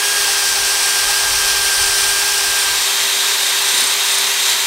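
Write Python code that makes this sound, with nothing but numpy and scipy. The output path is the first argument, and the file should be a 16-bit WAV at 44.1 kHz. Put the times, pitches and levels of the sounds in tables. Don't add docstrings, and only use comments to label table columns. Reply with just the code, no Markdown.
import sys
import numpy as np
from scipy import signal
from scipy.fft import rfft, irfft
from scipy.io import wavfile
from scipy.ndimage import uniform_filter1d

SR = 44100
rng = np.random.default_rng(int(sys.argv[2]) if len(sys.argv) > 2 else 0)


def gain_from_decibels(decibels):
    exponent = np.asarray(decibels, float) / 20
    return 10 ** exponent


def to_wav(s):
    ch = np.atleast_2d(s).T
    pcm = np.round(np.clip(ch, -1, 1) * 32767)
    wavfile.write(sys.argv[1], SR, pcm.astype(np.int16))


N = 205709
T = np.arange(N) / SR
HZ = np.fft.rfftfreq(N, 1 / SR)


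def rms1(x):
    return x / np.sqrt(np.mean(x ** 2))


def curves(table):
    time_s, *columns = np.transpose(table)
    return [np.interp(T, time_s, column) for column in columns]


def shape_db(points):
    hz, db = np.transpose(points)
    return np.interp(np.log(HZ + 1), np.log(hz), db)


def band(spectrum, lo_hz, hi_hz):
    def below(edge_hz):
        return 1 / (1 + (HZ / edge_hz) ** 24)
    return irfft(spectrum * np.sqrt(below(hi_hz) * (1 - below(lo_hz))), N)


def walk(rate_hz):
    hold = int(SR / rate_hz)
    steps = np.repeat(rng.standard_normal(N // hold + 1), hold)
    smooth = uniform_filter1d(uniform_filter1d(steps, hold), hold)
    return rms1(smooth[:N])


# start_s, shaft_hz
SHAFT_SPEED = [(0, 407), (.15, 407.4), (.22, 401.5), (.46, 399.5), (.53, 395.1), (.63, 399.3), (.91, 400),
               (1.05, 397.1), (1.1, 401), (1.26, 401.3), (1.35, 395), (1.39, 399.7), (1.6, 397.7),
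               (1.66, 398.8), (1.73, 395.4), (1.84, 395.8), (1.89, 399.1), (1.97, 394.6), (2.14, 401),
               (2.35, 401.4), (2.41, 398), (2.57, 399), (2.65, 394.7), (2.87, 399.8), (3.02, 395),
               (3.2, 400.4), (3.38, 398.3), (3.6, 398.3), (3.83, 391.7), (3.94, 400), (4.04, 402.5),
               (4.2, 395), (4.34, 400.5), (4.41, 400.8), (4.55, 393.7), (4.66, 396.5)]


def shaft():
    shaft_hz = curves(SHAFT_SPEED)[0]
    turns = np.cumsum(shaft_hz * (1 + 0.0005 * walk(40))) / SR
    return turns, shaft_hz


def crossfade():
    return np.interp(T, (2.37, 3.05), (0, 1))


def tone(turns, order, db, rough, wobble_hz):
    shake = 1 + rough * (walk(wobble_hz) + 1j * walk(wobble_hz))
    wave = np.real(shake * np.exp(2j * np.pi * order * turns))
    return np.sqrt(2) * gain_from_decibels(db) * wave / np.sqrt(1 + 2 * rough ** 2)


MAIN_ORDERS = (1, 20, 23)
# first_shot_db, second_shot_db, roughness (0-1), slow_waver_db
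MAIN_TONES = [(-38, -39.5, 0.13, 0.64), (-40, -42, .2, 2), (-31.5, -41, 0.3, 3)]
# start_s, order_4_db, order_8_db, order_16_db
COMMUTATOR_WHINE = [(0, -28, -32, -30), (.25, -25.5, -32, -33), (.5, -27.5, -37, -31),
                    (1.1, -26.5, -38, -35), (1.6, -25, -33, -33), (2.3, -26.5, -46, -35),
                    (2.7, -27.5, -36, -39), (2.95, -35.5, -29, -30), (3.25, -31.5, -33, -31),
                    (3.5, -32.5, -32.5, -37), (3.75, -34, -33, -30), (4.0, -44, -30, -31),
                    (4.25, -41, -34, -30), (4.5, -37, -29, -29), (4.66, -44, -31, -34)]
# order (multiple of shaft speed), first_shot_db, second_shot_db, roughness (0-1)
GEAR_TONES = [(.244, -57.5, -57, 0.44), (.57, -68, -58.5, 1), (5., -62, -41, 0.3), (6., -68, -52, 0.17),
              (10.19, -60, -36, 1)]


def motor(turns, shaft_hz, second_share):
    main = 0
    for order, (first_db, second_db, rough, waver_db) in zip(MAIN_ORDERS, MAIN_TONES):
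        level_db = first_db + second_share * (second_db - first_db) + waver_db * walk(4.06)
        main = main + tone(turns, order, level_db, rough, 60)
    whine = 0
    for order, level_db in zip((4, 8, 16), curves(COMMUTATOR_WHINE)):
        whine = whine + tone(turns, order, level_db, 0.12, 60)
    gears = 0
    for order, first_db, second_db, rough in GEAR_TONES:
        gears = gears + tone(turns, order, first_db + second_share * (second_db - first_db), rough, 30)
    usual_hz, load_db_per_hz = 398.3, 1.1
    load_db = np.clip(load_db_per_hz * (usual_hz - shaft_hz), -6, 4)
    dip_s, dip_width_s, dip_db = 2.81, 0.03, -9
    dip = gain_from_decibels(dip_db * np.exp(-((T - dip_s) / dip_width_s) ** 2))
    return (main + whine) * dip + gears * gain_from_decibels(load_db)


# pitch_hz, width_hz, first_shot_db, second_shot_db
COVER_RESONANCES = [(830, 50, 7, 0), (940, 100, 0, 3), (1370, 120, -3, -3), (2080, 200, -2, 0),
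                    (2400, 100, 2, 1), (3030, 120, -3, -2), (3120, 50, 6, 0), (3580, 80, 0, 2),
                    (3760, 160, 0, 4.5), (4070, 80, 0, 2), (5800, 400, 2, 1), (6650, 500, -4, -4),
                    (7130, 250, 0, 4), (8050, 300, 2, 0), (10700, 700, 0, -2), (11300, 400, 0, 2),
                    (14250, 350, 2, 2.5)]


def coloured(x, column, points):
    db = shape_db(points)
    for row in COVER_RESONANCES:
        db = db + row[column] / (1 + (2 * (HZ - row[0]) / row[1]) ** 2)
    return rfft(x) * gain_from_decibels(db)


# pitch_hz, relative_db
FIRST_COLOUR = [(100, -24), (200, -27), (350, -19), (700, -12), (1000, -8), (1700, -6), (2100, -8),
                (3200, -5), (5500, -3), (6300, -6), (9000, -6), (10200, -13), (13500, -14.5), (14700, -17),
                (15700, -18.5)]
# pitch_hz, relative_db
SECOND_COLOUR = [(100, -30), (200, -28), (350, -19), (700, -12), (1000, -7), (1700, -6), (2900, -6),
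                 (3700, -2), (5200, -7), (6300, -8), (9000, -6), (10200, -15), (12000, -13.5),
                 (13800, -16.5), (14900, -20.5), (15700, -21)]
# start_s, pressure_db
WIRE_PRESSURE = [(0, -1), (.28, 0.5), (.6, 0.3), (1.26, 0.8), (1.6, 0.2), (1.85, 0.8), (2.24, -.8),
                 (2.6, 0.5), (3.05, -0.5), (3.22, 0.5), (3.5, -.2), (3.8, 2), (3.98, -0.8), (4.2, 1.4),
                 (4.34, -2), (4.48, 1), (4.66, -2)]


def brush(turns, second_share):
    size_db = np.minimum(2.75 * rng.exponential(size=N), 11)
    ticks = rms1(rng.standard_normal(N) * gain_from_decibels(size_db))
    noise = 0.65 * ticks + 0.76 * rng.standard_normal(N)
    first = coloured(noise, 2, FIRST_COLOUR)
    second = coloured(noise, 3, SECOND_COLOUR)
    pressure_db = curves(WIRE_PRESSURE)[0]

    def part(lo_hz, hi_hz):
        fading_out = (1 - second_share) * rms1(band(first, lo_hz, hi_hz))
        return fading_out + second_share * rms1(band(second, lo_hz, hi_hz))

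    def layer_db(first_db, second_db, db_per_pressure_db):
        return first_db + second_share * (second_db - first_db) + db_per_pressure_db * pressure_db

    tuft_pass_s = 3.874
    shaft_turns_per_spindle_turn = 12.36
    turns_from_pass = turns - np.interp(tuft_pass_s, T, turns)
    throb = np.cos(2 * np.pi * turns_from_pass / shaft_turns_per_spindle_turn)
    chatter = walk(39.9)

    rush_db = layer_db(-28.5, -29, 0.32)
    low = part(133, 405) * gain_from_decibels(rush_db - 18.5) + part(414, 1465) * gain_from_decibels(rush_db)
    fan = part(1625, 2920) * gain_from_decibels(-25 + 0.5 * second_share + 0.32 * chatter)
    ring = part(3110, 4180) * gain_from_decibels(layer_db(-26.5, -23.3, 0.71) + 0.47 * chatter + 0.35 * throb)
    scratch = part(4450, 5940) * gain_from_decibels(layer_db(-23, -25.5, 0.99) + 0.47 * chatter + 0.32 * throb)
    edge = part(6260, 7470) * gain_from_decibels(layer_db(-28.5, -27.5, 0.1) + 0.46 * chatter + 0.5 * throb)
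    bright_db = layer_db(-26.5, -29, 1.2) + 0.45 * chatter + 0.74 * second_share * throb
    bright = part(8100, 9800) * gain_from_decibels(bright_db)
    top = part(10170, 19600) * gain_from_decibels(layer_db(-27, -27.5, 0.3) + 0.42 * chatter + 0.5 * throb)
    return low + fan + ring + scratch + edge + bright + top


# pitch_hz, relative_db
AIR_COLOUR = [(15, -4), (30, 0), (60, -1), (100, -7), (150, -14), (200, -20)]
# peak_s, level_db
AIR_GUSTS = [(.2, -44), (.6, -46), (.74, -48), (1.06, -45), (1.32, -36), (1.45, -47), (1.6, -41),
             (1.8, -40), (1.93, -40), (2.06, -39), (2.25, -52), (2.5, -49), (2.68, -52), (2.8, -54),
             (3.87, -58)]


def buffet():
    noise = rng.standard_normal(N) * gain_from_decibels(2 * walk(16))
    low = band(rfft(noise) * gain_from_decibels(shape_db(AIR_COLOUR)), 16, 230)
    rise_s, fall_s = 0.068, 0.07
    swell = 0
    for peak_s, db in AIR_GUSTS:
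        swell = swell + gain_from_decibels(db) * np.exp(np.minimum((T - peak_s) / rise_s, (peak_s - T) / fall_s))
    floor_db = np.interp(T, (2.75, 2.95), (-53, -70))
    return rms1(low) * (gain_from_decibels(floor_db) + swell)


def bursts(rows, rise_s, fall_s, width, boost_db):
    out = np.zeros(N)
    t = np.arange(int(0.08 * SR)) / SR
    env = (1 - np.exp(-t / rise_s)) * np.exp(-t / fall_s)
    for peak_s, db, hz in rows:
        b, a = signal.iirpeak(hz, 1 / width, fs=SR)
        once = signal.lfilter(b, a, rng.standard_normal(len(t)))
        grain = rms1(signal.lfilter(b, a, once))
        burst = gain_from_decibels(db + boost_db) * grain * env / env.max()
        i = int(peak_s * SR) - env.argmax()
        out[i:i + len(t)] += burst[:N - i]
    return out


# peak_s, level_db
WIRE_SNAPS = [(2.08, -17), (2.381, -17), (4.184, -18), (4.499, -10)]


def snaps():
    return bursts([(s, db, 5600) for s, db in WIRE_SNAPS], 0.0004, 0.0015, 0.9, 0)


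# peak_s, level_db, pitch_hz
TUFT_SCRAPES = [(2.09, -20, 8250), (2.345, -23, 9230), (2.38, -26, 8680), (2.585, -18.5, 8800),
                (2.613, -23, 8410), (2.646, -25, 8510), (3.623, -30, 8920), (3.657, -26, 8450),
                (3.686, -25, 8380), (3.718, -25, 8500), (3.748, -27, 9000), (3.781, -20, 8940),
                (3.809, -20, 9100), (3.841, -21, 9200), (3.874, -17, 8610), (3.904, -29, 8390),
                (4.09, -27, 9100), (4.12, -25, 8700), (4.148, -24, 9260), (4.184, -20, 9100),
                (4.464, -26, 7030), (4.499, -24, 7060), (4.529, -24, 7500)]


def tufts():
    return bursts(TUFT_SCRAPES, 0.004, 0.006, 0.067, 2.5)


# peak_s, level_db
BRUSH_KNOCKS = [(3.741, -29), (3.818, -29)]


def knocks():
    return bursts([(s, db, 300) for s, db in BRUSH_KNOCKS], 0.00596, 0.027, 1.0, -9)


def scene():
    turns, shaft_hz = shaft()
    second_share = crossfade()
    machine = motor(turns, shaft_hz, second_share) + brush(turns, second_share)
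    mono = machine + buffet() + snaps() + tufts() + knocks()
    return np.array([mono, mono])


def low_pass(x):
    return signal.sosfilt(signal.butter(12, 17050, fs=SR, output="sos"), x)


def record(dry):
    rounded = 1.31 * np.tanh(dry / 1.296)
    cut = signal.ellip(12, 0.3, 70, 15750, fs=SR, output="sos")
    mix = signal.sosfilt(cut, rounded)
    return low_pass(mix)


dry = scene()
out = record(dry)
to_wav(out)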